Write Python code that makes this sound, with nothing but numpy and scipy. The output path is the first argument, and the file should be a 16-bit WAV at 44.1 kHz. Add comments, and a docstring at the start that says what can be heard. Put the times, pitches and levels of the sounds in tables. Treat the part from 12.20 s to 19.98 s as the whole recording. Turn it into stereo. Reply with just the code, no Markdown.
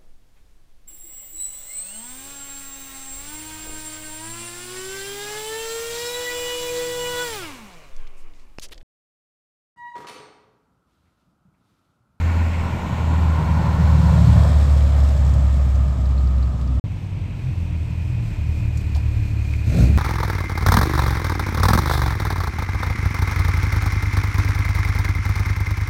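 """Coasting and idling car

An old four-cylinder coupe coasts past on a suburban road, exhaust droning and tyres rushing; after a
short silence it creeps out of a car park at a lumpy idle, and the driver blips the throttle.
Exhaust: tones locked to the firing rate, and pulses and noise ringing pipe resonances. Tyres, intake
and air: coloured noise, much of it throbbing with the firings. Whistle and fan: tones of their own.
Grit: short noise bursts. Distance, turning and Doppler shape the pass; far traffic lies underneath."""
import sys
import numpy as np
from scipy import signal
from scipy.fft import rfft, irfft, next_fast_len
from scipy.io import wavfile
from scipy.ndimage import uniform_filter1d, map_coordinates

SR = 44100
rng = np.random.default_rng(int(sys.argv[2]) if len(sys.argv) > 2 else 0)


def store_pcm(level_fs):
    """Save levels as 16-bit WAV."""
    pcm = np.round(np.clip(level_fs, -1, 1) * 32767).astype(np.int16)
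    wavfile.write(sys.argv[1], SR, np.atleast_2d(pcm).T)


N = 342946

# silence between the two scenes: start_s, end_s
SILENCE = (4.598, 4.640)

# strength of the four firings: relative_strength
CYLINDERS = [0.96, 0.59, 1.21, 0.62]
# exhaust pipe resonances, coasting and idling: centre_hz, width_hz, relative_db
PIPE_COAST = [(50.6, 22, -6), (107.6, 25.7, 5), (166.3, 57.7, -2), (216, 84, -10), (284, 21, -15)]
PIPE_IDLE = [(42, 22, -9), (71, 32, 2), (108, 21, 5.5), (167.5, 18, -1), (244, 31, -13), (312, 89, -23.5)]
# brief dips of the boom: centre_s, spread_s, depth_db
BOOM_DIPS = [(.43, .13, 5.5), (.69, 0.13, 14.5), (1.22, .06, 7), (1.47, 0.12, 7.5), (3.75, .05, 5.5),
             (4.36, 0.088, 6)]
# sputters on the closed throttle: centre_s, spread_s, rise_db
SPUTTERS = [(2.15, .14, 4.5), (3.15, 0.11, 2.5)]
# firing rate settling to idle, before its wander and the blip: time_s, firing_hz
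IDLE = [(4.65, 50.62), (4.84, 47.62), (5.55, 40.3), (5.82, 40.53), (6.14, 37.25), (6.43, 38.1),
        (6.89, 36.1), (7.45, 36.0)]
# surges of the idle's third order: centre_s, spread_s, rise_db
SURGES = [(5.29, 0.031, 15.5), (5.94, 0.084, 11), (6.44, 0.079, 5.5), (7.03, 0.14, 6)]
# falters of the idle's second order: centre_s, spread_s, depth_db
FALTERS = [(5.12, 0.037, 6), (6.07, 0.07, 19)]
# the blip: time_s, opening (0-1)
THROTTLE = [(7.46, 0.22), (7.6, 0.98), (7.745, 0.11)]
# the blip's bark over its common level: order (multiple of the firing rate), relative_db
BARK = [(4, 3), (5, -1.5), (6, -7), (8, -29), (9, -12.5), (10, -17.5), (11, -12.5), (12, -17.5)]

# Noise spectra, each scaled to rms 1 before its level is set: frequency_hz, relative_db (per Hz)
# resonance of the tailpipe's tip
TAILPIPE_RING = [(700, -42), (1050, -8.5), (1250, 3), (1350, -5.5), (1500, -23), (2200, -63)]
# tread roar of the nearing and of the leaving car
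TREAD_FRONT = [(200, -2.5), (330, -8.5), (440, -11), (560, -6.5), (720, -8.5), (940, 0), (1080, -2),
               (1220, -13.5), (1420, -4.5), (1650, -16.5), (1850, -11), (2400, -49), (4000, -100)]
TREAD_REAR = [(200, -49), (340, -10), (450, -6.5), (580, 2.5), (700, -2), (850, -5), (1020, -6), (1250, -5),
              (1420, -12), (1620, -9.5), (1850, -10), (2400, -47), (4000, -100)]
# hiss of tyres and grille from ahead; tyre hiss from behind
HISS_FRONT = [(1880, -25), (3200, -1), (4300, 0), (4760, -5.5), (5480, -4.5), (5940, -7), (7460, -4),
              (8530, -11), (9500, -21), (10700, -18.5), (11900, -14), (15100, -21), (15900, -26.5)]
HISS_REAR = [(1880, -28), (3200, -1.5), (4100, -4), (4480, -6), (5510, -6), (5860, -11.5), (7510, -5),
             (8420, -8.5), (9560, -22), (11600, -18), (12900, -22.5), (15100, -19), (15900, -32)]
# engine whirr through the grille at speed; engine bay whirr at idle
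GRILLE_WHIRR = [(1060, -36), (1800, -4.5), (2040, 0.5), (2310, 1.5), (2490, -2), (2690, -3), (3200, -10),
                (4160, -23), (7040, -120)]
BAY_WHIRR = [(350, -18), (650, -3), (820, -7.5), (960, 5), (1150, 0), (1550, -1), (1950, -1.5), (2090, 0.5),
             (2170, 1), (2450, -0.5), (2650, 0), (2900, -6.5), (3600, -11), (4300, -14.5), (5800, -45)]
# carburettor rasp; engine bay air hiss
INTAKE = [(190, -12), (290, -3), (400, -7), (560, -4), (680, -3), (830, -13), (1150, -42), (1400, -12),
          (1700, -33), (2600, -73)]
BAY_AIR = [(2120, -26), (3600, -4.5), (4260, -1), (4790, -6), (5230, -5.5), (6220, -5.5), (6960, -8),
           (8080, -5.5), (9390, -19.5), (11500, -12), (13000, -17.5), (15200, -15), (15900, -27)]
# far town rumble; distant traffic
ROADSIDE = [(25, -28), (70, 5.5), (160, -3.5), (245, 2.5), (300, -11), (420, -18.5), (900, -64)]
TRAFFIC = [(15, -44), (25, -11), (99, -15), (229, -35), (308, -23), (414, -35.5), (957, -34), (1650, -53.5),
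           (2500, -42.5), (2830, -43), (9000, -57.5), (11700, -97), (19800, -120)]

# the engine bay's whistle: time_s, pitch_hz, level_db
WHISTLE = [(4.65, 2510, -65), (5.7, 2500, -53.5), (6.4, 2454, -51), (7.1, 2440, -49.5), (7.8, 2458, -46.5)]
# the nearing fan's hum, before its slight wander: time_s, pitch_hz, level_db
FAN = [(4.65, 293.2, -52), (5.4, 299.3, -52), (6.2, 298.7, -46.5), (7.8, 296.6, -45.5)]
# grit under the tyres: start_s, start_level_db, centre_hz, half_width_octaves, t60_s
GRIT = [(3.45, -37, 1300, 0.87, 0.04), (3.555, -42.5, 5000, 0.4, 0.044), (3.856, -41, 4260, 0.28, .04),
        (3.977, -42, 4195, 0.073, 0.083), (4.071, -43, 4300, 0.19, 0.045), (4.227, -42, 4270, 0.12, 0.056),
        (4.411, -47, 3500, 0.64, 0.092), (4.475, -47, 4600, 0.25, 0.055), (6.573, -37, 6500, 0.35, 0.047),
        (6.611, -49, 9050, 0.52, 0.038), (6.748, -38.5, 3880, 0.43, 0.15), (6.758, -33, 690, 0.3, 0.14),
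        (6.763, -42, 5003, 0.79, .06), (7.337, -28.5, 2190, 0.21, 0.028)]
# lag of the right channel, before each source's spacing factor: time_s, relative_lag_ms
BEARING = [(0, 0.44), (.7, 0.28), (1.3, 0.19), (2.3, 0.2), (3.2, 0.14), (4.6, 0.17), (4.7, 0.32),
           (7.8, 0.43)]
# likeness of left and right in noise: frequency_hz, correlation (0-1)
ALIKE = [(150, 1), (350, 0.92), (700, 1), (1400, 0.42), (2800, 0.38), (5000, 0.23), (12000, 0.32)]
# left against right microphone: frequency_hz, difference_db
BALANCE = [(100, 1.0), (350, 0.8), (700, 0.7), (1400, -2.5), (2800, -4.0), (5600, 0.2), (12000, 0.0)]

# Passing car, levels at the closest point and losses per doubling of distance:
# front_db, front_loss_db, rear_db, rear_loss_db
BOOM_DB = (-14.5, 2.5, -13.5, 2.5)
OCTAVE_DB = (-20.5, 13.5, -30, 12)
BURBLE_DB = (-19, 11.5, -24.5, 1.5)
TAILPIPE_DB = (-74, -3, -48, -0.5)
ROAR_DB = (-28, 0.32, -34, 7.5)
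HISS_DB = (-40.5, 16, -42.5, 9)
DRONE_DB = (-22.5, 12.5, -35.5, 17)
WHIRR_DB = (-41, -0.7, -44, 8)
GRILLE_AIR_DB = (-49, -1.9, -58, 3)

# Creeping car: near_db, added_when_far_db, added_by_full_throttle_db, added_by_full_revs_db
THUD_DB = (-31.5, -4.5, -0.5, 21.5)
SECOND_DB = (-19.5, -11, 7, -13.5)
THIRD_DB = (-30, -10.5, 12.5, -3)
LUMPS_DB = (-29, 1.5, 14, 10)
BARK_DB = (-44.5, -6.5, 16, -1.5)
RASP_DB = (-46, -7.5, 20.5, 3)
BAY_DB = (-42, -6.5, 6.5, 2.5)
AIR_DB = (-46.5, -15, 11, 2.5)

# the pass: moment abreast, speed, distance from the car's lane, time constant of turning its tail
PASS_S, SPEED_M_PER_S, LANE_M, TURN_S = 2.3, 10.1, 9.08, 0.2
SOUND_M_PER_S = 343
# the tread's colour turns sooner and more slowly than its level
COLOUR_LEAD_S, COLOUR_TURN_S = 0.22, 0.3
# coasting, engine and wheels slow down steadily: rates at time zero, before Doppler
FIRING_HZ, FIRING_SAG_HZ_PER_S = 80.78, 3.35
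DRONE_HZ, DRONE_SAG_HZ_PER_S = 176.8, 3.7
HALF_ORDER_DB, HALF_ORDER_SWELL = -8.5, 2.4  # over the burble; how much more it swells in a sputter
NEARING_S = 2.24  # time constant of the slow approach
HUNTING = 0.01202  # share by which the idle speed wanders
REV_RISE_HZ = 35.72  # firing rate that the blip adds
THROTTLE_POWER = 0.81  # below 1: the first crack of the throttle adds the most level
SURGE_DRAIN = 0.38  # share of a surge by which the second order falls
# an order swells as it crosses the pipe's strongest resonance
RING_HZ, RING_WIDTH_HZ, RING_DB = 111.4, 11.8, 6.5
TOP_HZ = 15780  # band limit


def coasting_exhaust():
    """Periodic excitation: firings on a closed throttle boom at a sinking rate; uneven ones add a half order."""
    firings = slowing(FIRING_HZ, FIRING_SAG_HZ_PER_S)
    boom = tone(firings, passing_db(BOOM_DB) - swells(BOOM_DIPS), rough_db=0.96)
    octave = tone(2 * firings, passing_db(OCTAVE_DB), rough_db=2.0)
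    burble_db, sputter_db = passing_db(BURBLE_DB), swells(SPUTTERS)
    half_db = burble_db + HALF_ORDER_DB + HALF_ORDER_SWELL * sputter_db
    half_order = tone(1.5 * firings, half_db, rough_db=3.0)
    lumps = amp(burble_db + sputter_db) * burble(firings, PIPE_COAST, scatter=1.0, gas=0.89)
    return boom + octave + half_order + lumps, firings


def idling_exhaust():
    """Harmonic series: the pipe favours low orders of the firing rate; throttle adds a bark of higher ones."""
    _, revs = blip()
    firing_hz = curves(IDLE)[0] * (1 + HUNTING * wobble(9)) + REV_RISE_HZ * revs
    firings = np.cumsum(firing_hz) / SR

    def ring_db(hz):
        return RING_DB * np.exp(-((hz - RING_HZ) / RING_WIDTH_HZ) ** 2)

    surge_db = swells(SURGES)
    sag_db = SURGE_DRAIN * surge_db + swells(FALTERS)
    second_db = creeping_db(SECOND_DB) + ring_db(2 * firing_hz) - sag_db
    third_db = creeping_db(THIRD_DB) + ring_db(3 * firing_hz) + surge_db
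    thud = tone(firings, creeping_db(THUD_DB), rough_db=-2.5)
    second = tone(2 * firings, second_db, rough_db=3.0)
    third = tone(3 * firings, third_db, rough_db=2.7)
    bark_db = creeping_db(BARK_DB)
    bark = sum(tone(order * firings, bark_db + db, rough_db=3.0) for order, db in BARK)
    # at speed the firings even out and the burble recedes
    lumps_db = creeping_db(LUMPS_DB) - 6 * np.log2(np.maximum(firing_hz / 38, 1))
    lumps = amp(lumps_db) * burble(firings, PIPE_IDLE, scatter=1.0, gas=1.0)
    return thud + second + third + bark + lumps, firings


def burble(firings, pipe, scatter, gas):
    """Resonance: unequal firings and turbulent gas ring the exhaust pipe between the engine's orders."""
    at = np.flatnonzero(np.diff(np.floor(firings)) > 0)
    strength = np.resize(CYLINDERS, len(at)) + scatter * rng.uniform(-1.0, 1, len(at))
    pulses = np.zeros(N)
    pulses[at] = strength - strength.mean()

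    def pipe_and_muffler(hz):
        modes = 0
        for k, (centre, width, db) in enumerate(pipe):
            damping = 1j * hz * width
            # neighbouring modes alternate in sign
            modes = modes + (-1) ** k * amp(db) * damping / (centre * centre - hz * hz + damping)
        muffler = 1 / np.sqrt(1 + (hz / 380) ** 8)
        return modes * muffler

    ring = filtered(unit(pulses) + gas * rng.standard_normal(N), pipe_and_muffler)
    # the gas flow evens out over a few cycles
    power = np.abs(uniform_filter1d(ring ** 2, size=SR // 8))
    return ring / np.sqrt(power + 1e-14)


def tailpipe_rasp(firings):
    """Modulated turbulence: each firing pushes a puff of gas through the resonant tip of the pipe."""
    # negative depth: strongest midway between firings
    return amp(passing_db(TAILPIPE_DB)) * rush(TAILPIPE_RING) * throb(firings, depth_db=-1)


def tread_roar(firings):
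    """Directivity: broadband tread noise changes colour as the car turns its tail."""
    front = rush(TREAD_FRONT) * throb(firings, depth_db=1.0)
    rear = rush(TREAD_REAR) * throb(firings, depth_db=0.5)
    return amp(passing_db(ROAR_DB) + 0.71 * wobble(11)) * turning(front, rear)


def tyre_hiss(firings):
    """Amplitude modulation: treble noise, ticking once an engine cycle and crackling from behind."""
    # four firings make a cycle
    ticking = throb(firings / 4, depth_db=0.3) * throb(firings, depth_db=1.8)
    rear = rush(HISS_REAR) * ticking * crackle(rate=30, size=.42, t60=0.069)
    return amp(passing_db(HISS_DB) + .3 * wobble(30)) * turning(rush(HISS_FRONT), rear)


def wheel_drone():
    """Doppler effect: a steady tone of the slowing wheels drops in pitch as the car goes by."""
    return tone(slowing(DRONE_HZ, DRONE_SAG_HZ_PER_S), passing_db(DRONE_DB), rough_db=2.0)


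def grille():
    """Radiation through an opening: engine whirr and air hiss, as band-shaped noise."""
    whirr = amp(passing_db(WHIRR_DB) + 0.71 * wobble(29.4)) * rush(GRILLE_WHIRR)
    return whirr + amp(passing_db(GRILLE_AIR_DB)) * rush(HISS_FRONT)


def engine_bay(firings):
    """Modulated noise: valve gear and fan whirr; the carburettor rasps and hisses with the throttle."""
    rasp = amp(creeping_db(RASP_DB)) * rush(INTAKE) * throb(firings, depth_db=2)
    whirr = amp(creeping_db(BAY_DB) + 0.83 * wobble(60)) * rush(BAY_WHIRR) * throb(firings, depth_db=0.5)
    air = amp(creeping_db(AIR_DB) + 1.1 * wobble(17)) * rush(BAY_AIR) * throb(firings, depth_db=1.2)
    return rasp + whirr + air


def bay_whistle():
    """Narrow-band noise: a breathy tone whose strength and phase keep changing."""
    pitch_hz, level_db = curves(WHISTLE)
    angle = 2 * np.pi * np.cumsum(pitch_hz) / SR
    breathy = wobble(170) * np.sin(angle) + wobble(170) * np.cos(angle)
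    return amp(level_db + 0.57 * wobble(22)) * breathy


def cooling_fan():
    """Independent rotation: an electric fan hums at its own speed, whatever the engine does."""
    pitch_hz, level_db = curves(FAN)
    turns = np.cumsum(pitch_hz + 0.8 * wobble(6)) / SR
    return tone(turns, level_db, rough_db=2)


def grit():
    """Impulsive excitation: stones snap under the tread, each a decaying burst around its own pitch."""
    out, t = np.zeros((2, N + SR)), np.arange(SR // 4) / SR
    hz = np.fft.rfftfreq(len(t), 1 / SR)
    for start_s, db, centre_hz, half_width, t60 in GRIT:
        octaves = np.log2((hz + 1) / centre_hz)
        colour = 1 / np.sqrt(1 + (octaves / half_width) ** 4)
        # one part common to both channels, one part different in each
        noise = rng.standard_normal(len(t)) + 1.3 * rng.standard_normal((2, len(t)))
        burst = unit(irfft(rfft(noise) * colour, len(t)))
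        start = round(start_s * SR)
        out[:, start:start + len(t)] += amp(db - 60 * t / t60) * burst
    return out[:, :N]


def crackle(rate, size, t60):
    """Random impulses: a gain of rms 1 with sudden spikes, fine sand popping in the tread."""
    pops = (rng.random(N) < rate / SR) * rng.exponential(1, N)
    decay = amp(-60 * np.arange(SR // 10) / SR / t60)
    return unit(1 + size * signal.fftconvolve(np.minimum(pops, 3), decay)[:N])


def distant_traffic(first_scene):
    """Superposition of many far sources: steady dark noise, with town rumble in the first scene only."""
    return first_scene * amp(-34.5) * rush(ROADSIDE) + amp(-39.5) * rush(TRAFFIC)


def pass_by():
    """Kinematics of a straight pass: doublings of distance, share of tail facing us (0-1), Doppler factor."""
    since = np.arange(N) / SR - PASS_S
    distance = np.hypot(SPEED_M_PER_S * since, LANE_M)
    receding = SPEED_M_PER_S ** 2 * since / distance
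    behind = (1 + np.tanh(since / TURN_S)) / 2
    return np.log2(distance / LANE_M), behind, 1 / (1 + receding / SOUND_M_PER_S)


def passing_db(levels):
    """Spreading and directivity: level follows distance and turns from its front to its rear value."""
    front, front_loss, rear, rear_loss = levels
    doublings, behind, _ = pass_by()
    return (1 - behind) * (front - front_loss * doublings) + behind * (rear - rear_loss * doublings)


def turning(front, rear):
    """Equal-power mixing of front and rear colours as the car turns its tail."""
    since = np.arange(N) / SR - PASS_S + COLOUR_LEAD_S
    behind = (1 + np.tanh(since / COLOUR_TURN_S)) / 2
    return np.sqrt(1 - behind) * front + np.sqrt(behind) * rear


def slowing(start_hz, sag):
    """Phase as the integral of rate: turns on the passing car, sinking by sag Hz a second, with Doppler."""
    _, _, doppler = pass_by()
    return np.cumsum((start_hz - sag * np.arange(N) / SR) * doppler) / SR


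def blip():
    """Inertia: revs (0-1) integrate the throttle opening, for the engine gathers speed while it is open."""
    throttle = np.clip(curves(THROTTLE)[0], 0, None) * (np.arange(N) / SR > THROTTLE[0][0])
    return throttle, np.cumsum(throttle) / throttle.sum()


def creeping_db(levels):
    """Approach and load: level changes as the car nears, and follows throttle and revs."""
    near, when_far, by_throttle, by_revs = levels
    far = np.exp(-np.maximum(np.arange(N) / SR - SILENCE[1], 0) / NEARING_S)
    throttle, revs = blip()
    return near + when_far * far + by_throttle * throttle ** THROTTLE_POWER + by_revs * revs


def heard(sound, spacing):
    """Interaural-type delay: sound reaches the right microphone later, by the car's bearing."""
    left, right = np.broadcast_to(sound, (2, N))
    lag = spacing * curves(BEARING)[0] * SR / 1000
    return np.array([left, map_coordinates(right, [np.arange(N) - lag])])


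def tone(turns, db, rough_db):
    """Sinusoid with amplitude flutter: a line at about the given rms level."""
    return amp(db + rough_db * wobble(28)) * np.sqrt(2) * np.sin(2 * np.pi * turns)


def throb(turns, depth_db):
    """Periodic modulation: a gain of rms 1 that swings once a turn."""
    return unit(amp(depth_db * np.cos(2 * np.pi * turns)))


def rush(spectrum):
    """Partial coherence: stereo noise of rms 1, alike in the bass and diffuse in the treble."""
    def mid_side(hz):
        # the cosine of twice this angle is the left-right correlation
        angle = np.arccos(np.clip(along(ALIKE, hz), -1, 1)) / 2
        return amp(along(spectrum, hz)) * [np.cos(angle), np.sin(angle)]

    mid, side = filtered(rng.standard_normal((2, N)), mid_side)
    return unit(np.array([mid + side, mid - side]))


def swells(rows):
    """Gaussian envelopes: smooth bumps in dB from (centre_s, spread_s, height_db) rows."""
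    t = np.arange(N) / SR
    return sum(db * np.exp(-((t - centre) / spread) ** 2) for centre, spread, db in rows)


def wobble(rate):
    """Band-limited fluctuation: a smooth random curve, rate knots a second."""
    knots = rng.standard_normal(int(N * rate / SR) + 4)
    return map_coordinates(knots, [np.arange(N) * rate / SR])


def curves(rows):
    """Linear interpolation in time: one value per sample for each column after the time."""
    s, *cols = np.transpose(rows)
    return [np.interp(np.arange(N) / SR, s, c) for c in cols]


def along(points, hz):
    """Logarithmic frequency scale: (frequency_hz, value) points read on a log axis."""
    f, v = np.transpose(points)
    return np.interp(np.log(hz + 1), np.log(f + 1), v)


def filtered(x, response):
    """Linear filtering: the spectrum of x times a response of frequency."""
    size = next_fast_len(N + SR // 2)
    return irfft(rfft(x, size) * response(np.fft.rfftfreq(size, 1 / SR)), size)[..., :N]


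def unit(x):
    """Normalisation: scale to rms 1."""
    return x / np.sqrt(np.mean(x ** 2) + 1e-20)


def amp(db):
    """Logarithmic level: decibels to gain."""
    return 10 ** (np.asarray(db) / 20)


def scene():
    """Superposition of sources: the pass, a short silence, then the creeping car."""
    t = np.arange(N) / SR
    first_scene = t < SILENCE[0]
    coasting, fast_firings = coasting_exhaust()
    idling, slow_firings = idling_exhaust()
    exhaust = heard(np.where(first_scene, coasting, idling + cooling_fan()), spacing=0.45)
    rolling = tread_roar(fast_firings) + tyre_hiss(fast_firings) + wheel_drone()
    passing = rolling + grille() + tailpipe_rasp(fast_firings)
    creeping = engine_bay(slow_firings) + bay_whistle()
    running = heard(np.where(first_scene, passing, creeping) + grit(), spacing=1.065)
    # 1 ms ramps into and out of the silence
    fade = np.clip(np.maximum(SILENCE[0] - t, t - SILENCE[1]) / .001, 0, 1)
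    return (exhaust + running + distant_traffic(first_scene)) * fade


def record(dry):
    """Frequency response: two microphones differ a little in colour; nothing passes the band limit."""
    def microphones(hz):
        # half the difference to each side
        return amp(np.outer([.5, -.5], along(BALANCE, hz))) * (hz < TOP_HZ)

    return filtered(dry, microphones)


dry = scene()
out = record(dry)
store_pcm(out)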